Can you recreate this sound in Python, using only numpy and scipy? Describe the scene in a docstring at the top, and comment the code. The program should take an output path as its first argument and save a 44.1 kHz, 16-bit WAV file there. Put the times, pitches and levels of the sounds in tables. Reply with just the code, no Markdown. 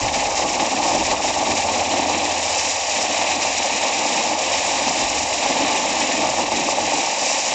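"""Firework wheel outdoors

A firework wheel whirls on a post, some metres from a small one-port camera microphone.
Turbulence makes its two jets hiss and roar; they sputter as they burn unevenly and throb as they
swing round. Sparks crackle and a few pop. Wind pressure rumbles on the microphone port,
and the low harmonics of a far engine drone for a while and fade."""
import sys
import numpy as np
from scipy import signal
from scipy.fft import rfft, irfft
from scipy.io import wavfile
from scipy.ndimage import uniform_filter1d

SR = 44100
rng = np.random.default_rng(int(sys.argv[2]) if len(sys.argv) > 2 else 0)


def log_audio(samples):
    """Write samples as a 16-bit WAV file to the path given in sys.argv[1]."""
    # one column per channel
    frames = np.atleast_2d(samples).T
    # limit to full scale, then quantise
    limited = np.clip(frames, -1, 1)
    pcm = np.round(limited * 32767).astype(np.int16)
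    wavfile.write(sys.argv[1], SR, pcm)


N = 332514

# Spectra at the microphone of the jets' hiss, sizzle and roar, the burning tube's hollow ring,
# the flame's flutter and the spark spray's thin treble: f/Hz, relative spectral density/dB
HISS_SPECTRUM = [(1200, -23.5), (1500, -15.5), (1800, -4.5), (2150, -3), (2400, 0.5), (2650, 0),
                 (2950, -3.5), (3380, -7.5), (3950, -2.5), (4400, -10), (5000, -24.5)]
SIZZLE_SPECTRUM = [(3800, -32), (4450, -8), (4700, -5), (5300, -3), (5850, -2), (6200, -5.5), (6700, -3.5),
                   (7020, -0.5), (7500, -4.5), (7850, -13.5), (8200, -36.5)]
ROAR_SPECTRUM = [(330, -25.5), (410, -16), (540, -2.5), (630, -1.5), (680, -2), (800, -0.5), (900, -0.5),
                 (975, -8), (1140, -8.5), (1300, -20), (1500, -24.5)]
RING_SPECTRUM = [(650, -23), (770, -3), (820, 1.5), (870, -6.5), (1000, -29.5)]
FLUTTER_SPECTRUM = [(76, -38.5), (130, -19.5), (167, -14.5), (290, -1.5), (410, -12), (530, -38.5),
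                    (900, -120)]
SPRAY_SPECTRUM = [(7500, -15), (7900, 1), (8200, -3.5), (8450, -3), (8900, -18.5), (9150, -37)]
# Course of the burn, the roar thinning as the sizzle flares: t/s, roar/dB, hiss/dB, sizzle/dB
BURN_LEVELS = [(0, -22.5, -26.5, -26.5), (.6, -23, -29, -27.5), (1, -22, -27.5, -27), (1.3, -23, -28, -27),
               (2.15, -22.5, -27, -28), (2.4, -24, -26.5, -25.5), (2.6, -27, -26, -23),
               (2.8, -26.5, -27, -25), (3.1, -23.5, -25.5, -26), (3.6, -24.5, -25.5, -25.5),
               (4.1, -23.5, -25, -25.5), (5, -24, -26, -25.5), (5.35, -24, -27, -25.5),
               (5.7, -22.5, -25, -26.5), (6.3, -23, -26.5, -26.5), (6.9, -23, -26.5, -26.5),
               (7.3, -25.5, -26.5, -23.5), (7.54, -23.5, -26, -26.5)]
# Resonance of the tube: t/s, level relative to the roar/dB
RING_LEVEL = [(0, -7), (2.2, -5.5), (2.6, -11), (3.6, -13.5), (5.3, -9), (6.3, -14.5), (7.54, -6)]
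def jets():
    """Turbulent jet noise: uneven burning modulates the bands together, and each also flickers alone."""
    hiss_throb, roar_throb, (hiss_pulse, sizzle_pulse, roar_pulse) = rotation()
    sputter, surge = walk(45), walk(17)
    hiss = gas(hiss_throb + hiss_pulse + .51 * sputter + .5 * surge + .34 * walk(30), 300, 15.6, 15)
    sizzle_flicker = .37 * surge + .61 * sputter + 1.06 * walk(80)
    sizzle = gas(.36 * hiss_throb + sizzle_pulse + sizzle_flicker, 300, 21, 16)
    roar = gas(roar_throb + roar_pulse + .4 * sputter + .93 * walk(25), 80, 22, 10.5)
    ring = gas(1.9 * roar_throb + 3.7 * roar_pulse + .75 * walk(16), 44, 24, 14)
    flutter = gas(.46 * roar_throb + .48 * surge + 1.1 * sputter + 1.35 * walk(28), 30, 27, 9.1)
    spray = gas(sizzle_pulse + .85 * sputter + .72 * surge + 2.1 * walk(70), 300, 30, 10)

    roar_db, hiss_db, sizzle_db = curves(BURN_LEVELS)
    bright_spurt, deep_spurt = spurts()
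    flutter_db = -33.5 + 3 * (roar_db + 23.5)  # moves 3 dB for each dB of roar
    puffs_db = 1.46 * deep_spurt + 1.2 * walk(8)
    bands = [(hiss, HISS_SPECTRUM, hiss_db + bright_spurt),
             (sizzle, SIZZLE_SPECTRUM, sizzle_db + bright_spurt),
             (roar, ROAR_SPECTRUM, roar_db + deep_spurt),
             (ring, RING_SPECTRUM, roar_db + deep_spurt + curves(RING_LEVEL)[0]),
             (flutter, FLUTTER_SPECTRUM, flutter_db + puffs_db),
             (spray, SPRAY_SPECTRUM, sizzle_db + bright_spurt - 19.5)]
    return sum(undb(db) * unit(colour(noise, spectrum)) for noise, spectrum, db in bands)


def gas(flicker_db, sparks_per_s, max_spark_db, spark_range_db):
    """Gaussian noise of turbulence plus shot noise of sparks, modulated in amplitude together."""
    onset, polarity, size = rng.random((3, N))
    sparks = (onset < sparks_per_s / SR) * np.sign(polarity - .5)
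    sparks *= undb(max_spark_db - spark_range_db * size)
    return unit(undb(flicker_db) * (rng.standard_normal(N) + sparks))


# Speed of the wheel: t/s, rotation rate/Hz
WHEEL_SPEED = [(0, 17.5), (2.46, 17.5), (2.87, 19.55), (4.6, 19.9), (5.2, 20.35), (6, 20.3), (7.54, 20.3)]
# Throb once a turn: t/s, hiss depth/dB, roar depth/dB, lead of roar over hiss/turns
TURN_THROB = [(0, 2.6, 1.7, -0.38), (.75, 2.5, 2.0, -0.26), (1.3, 2, 2.2, -.28), (1.8, 2.5, 1.3, -0.25),
              (2.4, 1.04, .5, -.42), (4.5, 1, 1, -0.55), (7, 1.06, 1.9, -0.48), (7.54, 0.4, 0.5, -0.41)]
# Pulse of the two jets, twice a turn; rows for hiss, sizzle and roar: depth/dB, lead/cycles
JET_PULSES = [(1, 0.14), (1.1, -0.3), (0.66, .15)]
def rotation():
    """Directivity: each band beams its own way from the nozzle, so peaks at its own point of the turn."""
    turns = np.cumsum(curves(WHEEL_SPEED)[0]) / SR + .45
    hiss_depth, roar_depth, roar_lead = curves(TURN_THROB)
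    hiss_throb = hiss_depth * np.cos(2 * np.pi * turns)
    roar_throb = roar_depth * np.cos(2 * np.pi * (turns + roar_lead))
    pulses = [depth * np.cos(2 * np.pi * (2 * turns + lead)) for depth, lead in JET_PULSES]
    return hiss_throb, roar_throb, pulses


# Spurts (+) and falters (-) of the burn: t/s, width/s, bright bands/dB, deep bands/dB
BURN_SPURTS = [(0.116, 0.032, -5, -5), (0.34, 0.028, -1, -4), (.39, .05, 2, -0.5), (0.454, .05, -2.5, 2),
               (0.616, .04, 3.5, 2), (0.69, .06, -0.5, -3), (0.922, .08, 0.5, 1), (1.06, 0.055, -1, -5.5),
               (1.122, .06, 1.5, 4), (1.174, 0.083, -3.5, -2.5), (1.513, 0.023, 0, 3.5),
               (1.596, 0.089, 2, -2.5), (1.648, 0.045, -1.5, -1.5), (1.9, 0.029, -2, -2.5),
               (3.38, 0.027, -3.5, 0), (3.425, .05, 1.5, 1.5), (4.36, 0.05, -3.5, -1.5),
               (6.22, 0.14, -0.5, 1), (6.353, 0.027, -2, -3), (6.403, .04, 0.5, 3.5),
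               (6.449, 0.023, -5.5, -1.5), (6.502, 0.023, -5.5, -4), (6.655, .04, -2.5, -1.5),
               (7.197, 0.035, 0, -4), (7.43, 0.071, 0, -3)]
def spurts():
    """Unsteady combustion: each spurt or falter is a Gaussian rise or dip in level."""
    t = np.arange(N) / SR
    return sum(np.exp(-(2 * (t - centre) / width) ** 2) * np.array([[bright_db], [deep_db]])
               for centre, width, bright_db, deep_db in BURN_SPURTS)


# Loud sparks: t/s, level/dB, share of the roar's spectrum (0-1)
LOUD_SPARKS = [(0.141, -24, 0.4), (0.396, -9, 0.76), (0.597, -5.5, 0.45), (0.877, -9, 0.4),
               (1.355, -14, 0.8), (1.468, -11, 0.3), (1.992, -7, 0.56), (2.097, -9, 0.76),
               (2.297, -11, 0.7), (4.333, -7.5, 0.6), (4.514, -13, 0.4), (6.518, -10, 1), (6.687, -8, 0.95),
               (6.919, -11, 0.9)]
def pops(delay_s=.0012):
    """Impulse excitation: a bursting spark is a short pressure pulse with the spectra of the jets."""
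    out = np.zeros(N)
    crack, thud = response(HISS_SPECTRUM)[:1024], response(ROAR_SPECTRUM)[:1024]
    crack, thud = crack / np.abs(crack).max(), thud / np.abs(thud).max()
    for t, db, share in LOUD_SPARKS:
        start = int((t + delay_s) * SR)
        pulse = ((1 - share) * crack + share * thud)[:N - start]
        out[start:start + len(pulse)] += undb(db) * pulse
    return out


# Wind pressure at the port: f/Hz, relative spectral density/dB
WIND_SPECTRUM = [(12, -35.5), (20, -7), (86, -0.5), (150, -6.5), (200, -29.5), (330, -120)]
# Gusts: t/s, level of the rumble below 76 Hz/dB
GUST_LEVEL = [(0, -36), (.5, -47), (1.4, -43.5), (1.75, -55), (2.75, -57), (3.2, -56), (4.4, -56),
              (5.1, -46), (5.4, -52), (6.15, -51), (6.9, -49.5), (7.3, -60.5), (7.54, -55)]
def wind():
    """Turbulent pressure fluctuations: gusts buffet the microphone port at low frequencies."""
    buffet = colour(rng.standard_normal(N), WIND_SPECTRUM)
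    rumble = signal.sosfilt(signal.butter(4, 76, fs=SR, output="sos"), buffet)
    buffet /= np.sqrt(np.mean(rumble ** 2))
    return undb(curves(GUST_LEVEL)[0] + 2 * walk(12) + walk(5)) * buffet


# Audible engine harmonics: order, relative level/dB
ENGINE_ORDERS = [(6, 0), (7, -5), (8, -18)]
# Engine cycle rate, sinking as the vehicle draws away: t/s, f/Hz
ENGINE_CYCLE = [(0, 13.85), (3.1, 13.8), (3.8, 13.5), (4.6, 13.1), (7.54, 13)]
# Swell and fade of the drone: t/s, level/dB
ENGINE_LEVEL = [(1.35, -71), (1.5, -43), (2.2, -43), (3.1, -49), (3.7, -53), (3.95, -53), (4.6, -50.5),
                (5.2, -70)]
def engine():
    """A periodic source radiates harmonics of its cycle rate; only a few low orders carry this far."""
    cycle_hz, level_db = curves(ENGINE_CYCLE)[0], curves(ENGINE_LEVEL)[0]
    phase = 2 * np.pi * np.cumsum(cycle_hz) / SR
    drone = sum(undb(db + 1.6 * walk(3.4)) * np.sin(order * phase) for order, db in ENGINE_ORDERS)
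    return undb(level_db) * np.sqrt(2) * drone


def undb(db):
    """Amplitude ratio of a level in decibels."""
    return 10 ** (np.asarray(db) / 20)


def unit(x):
    """Normalisation to rms 1."""
    return x / np.sqrt(np.mean(x ** 2))


def curves(table):
    """Linear interpolation of each column against time, one value per sample."""
    times, *columns = np.transpose(table)
    return [np.interp(np.arange(N) / SR, times, column) for column in columns]


def walk(rate_hz):
    """Low-pass random modulation: values held for 1 / rate_hz, smoothed twice, at rms 1."""
    hold = int(SR / rate_hz)
    steps = np.repeat(rng.standard_normal(N // hold + 1), hold)
    return unit(uniform_filter1d(uniform_filter1d(steps, hold), hold)[:N])


def response(spectrum, skirt_db=30, size=8192):
    """Minimum-phase impulse response of energy 1 for a spectrum of (f/Hz, level/dB) points."""
    hz, db = np.transpose(spectrum)
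    hz = np.r_[hz[0] / 2, hz, hz[-1] * 2]
    db = np.r_[db[0] - skirt_db, db, db[-1] - skirt_db]
    grid_hz = np.maximum(np.arange(size // 2 + 1), 1) * SR / size
    gain = undb(np.interp(np.log(grid_hz), np.log(hz), db))
    cepstrum = irfft(np.log(gain))
    cepstrum[1:size // 2] *= 2  # folding onto positive time makes the response causal
    cepstrum[size // 2 + 1:] = 0
    impulse = irfft(np.exp(rfft(cepstrum)))
    return impulse / np.sqrt(np.sum(impulse ** 2))


def colour(x, spectrum):
    """Convolution with an impulse response imposes its spectrum on a sound."""
    return signal.fftconvolve(x, response(spectrum))[:N]


def scene():
    """Superposition: the sources add at one microphone, which feeds both channels."""
    return np.tile(jets() + pops() + wind() + engine(), (2, 1))


def record(dry, cutoff_hz=9130):
    """Band limiting: the camera's steep low-pass filter removes the top of the treble."""
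    return signal.sosfilt(signal.ellip(14, .5, 70, cutoff_hz, fs=SR, output="sos"), dry)


dry = scene()
out = record(dry)
log_audio(out)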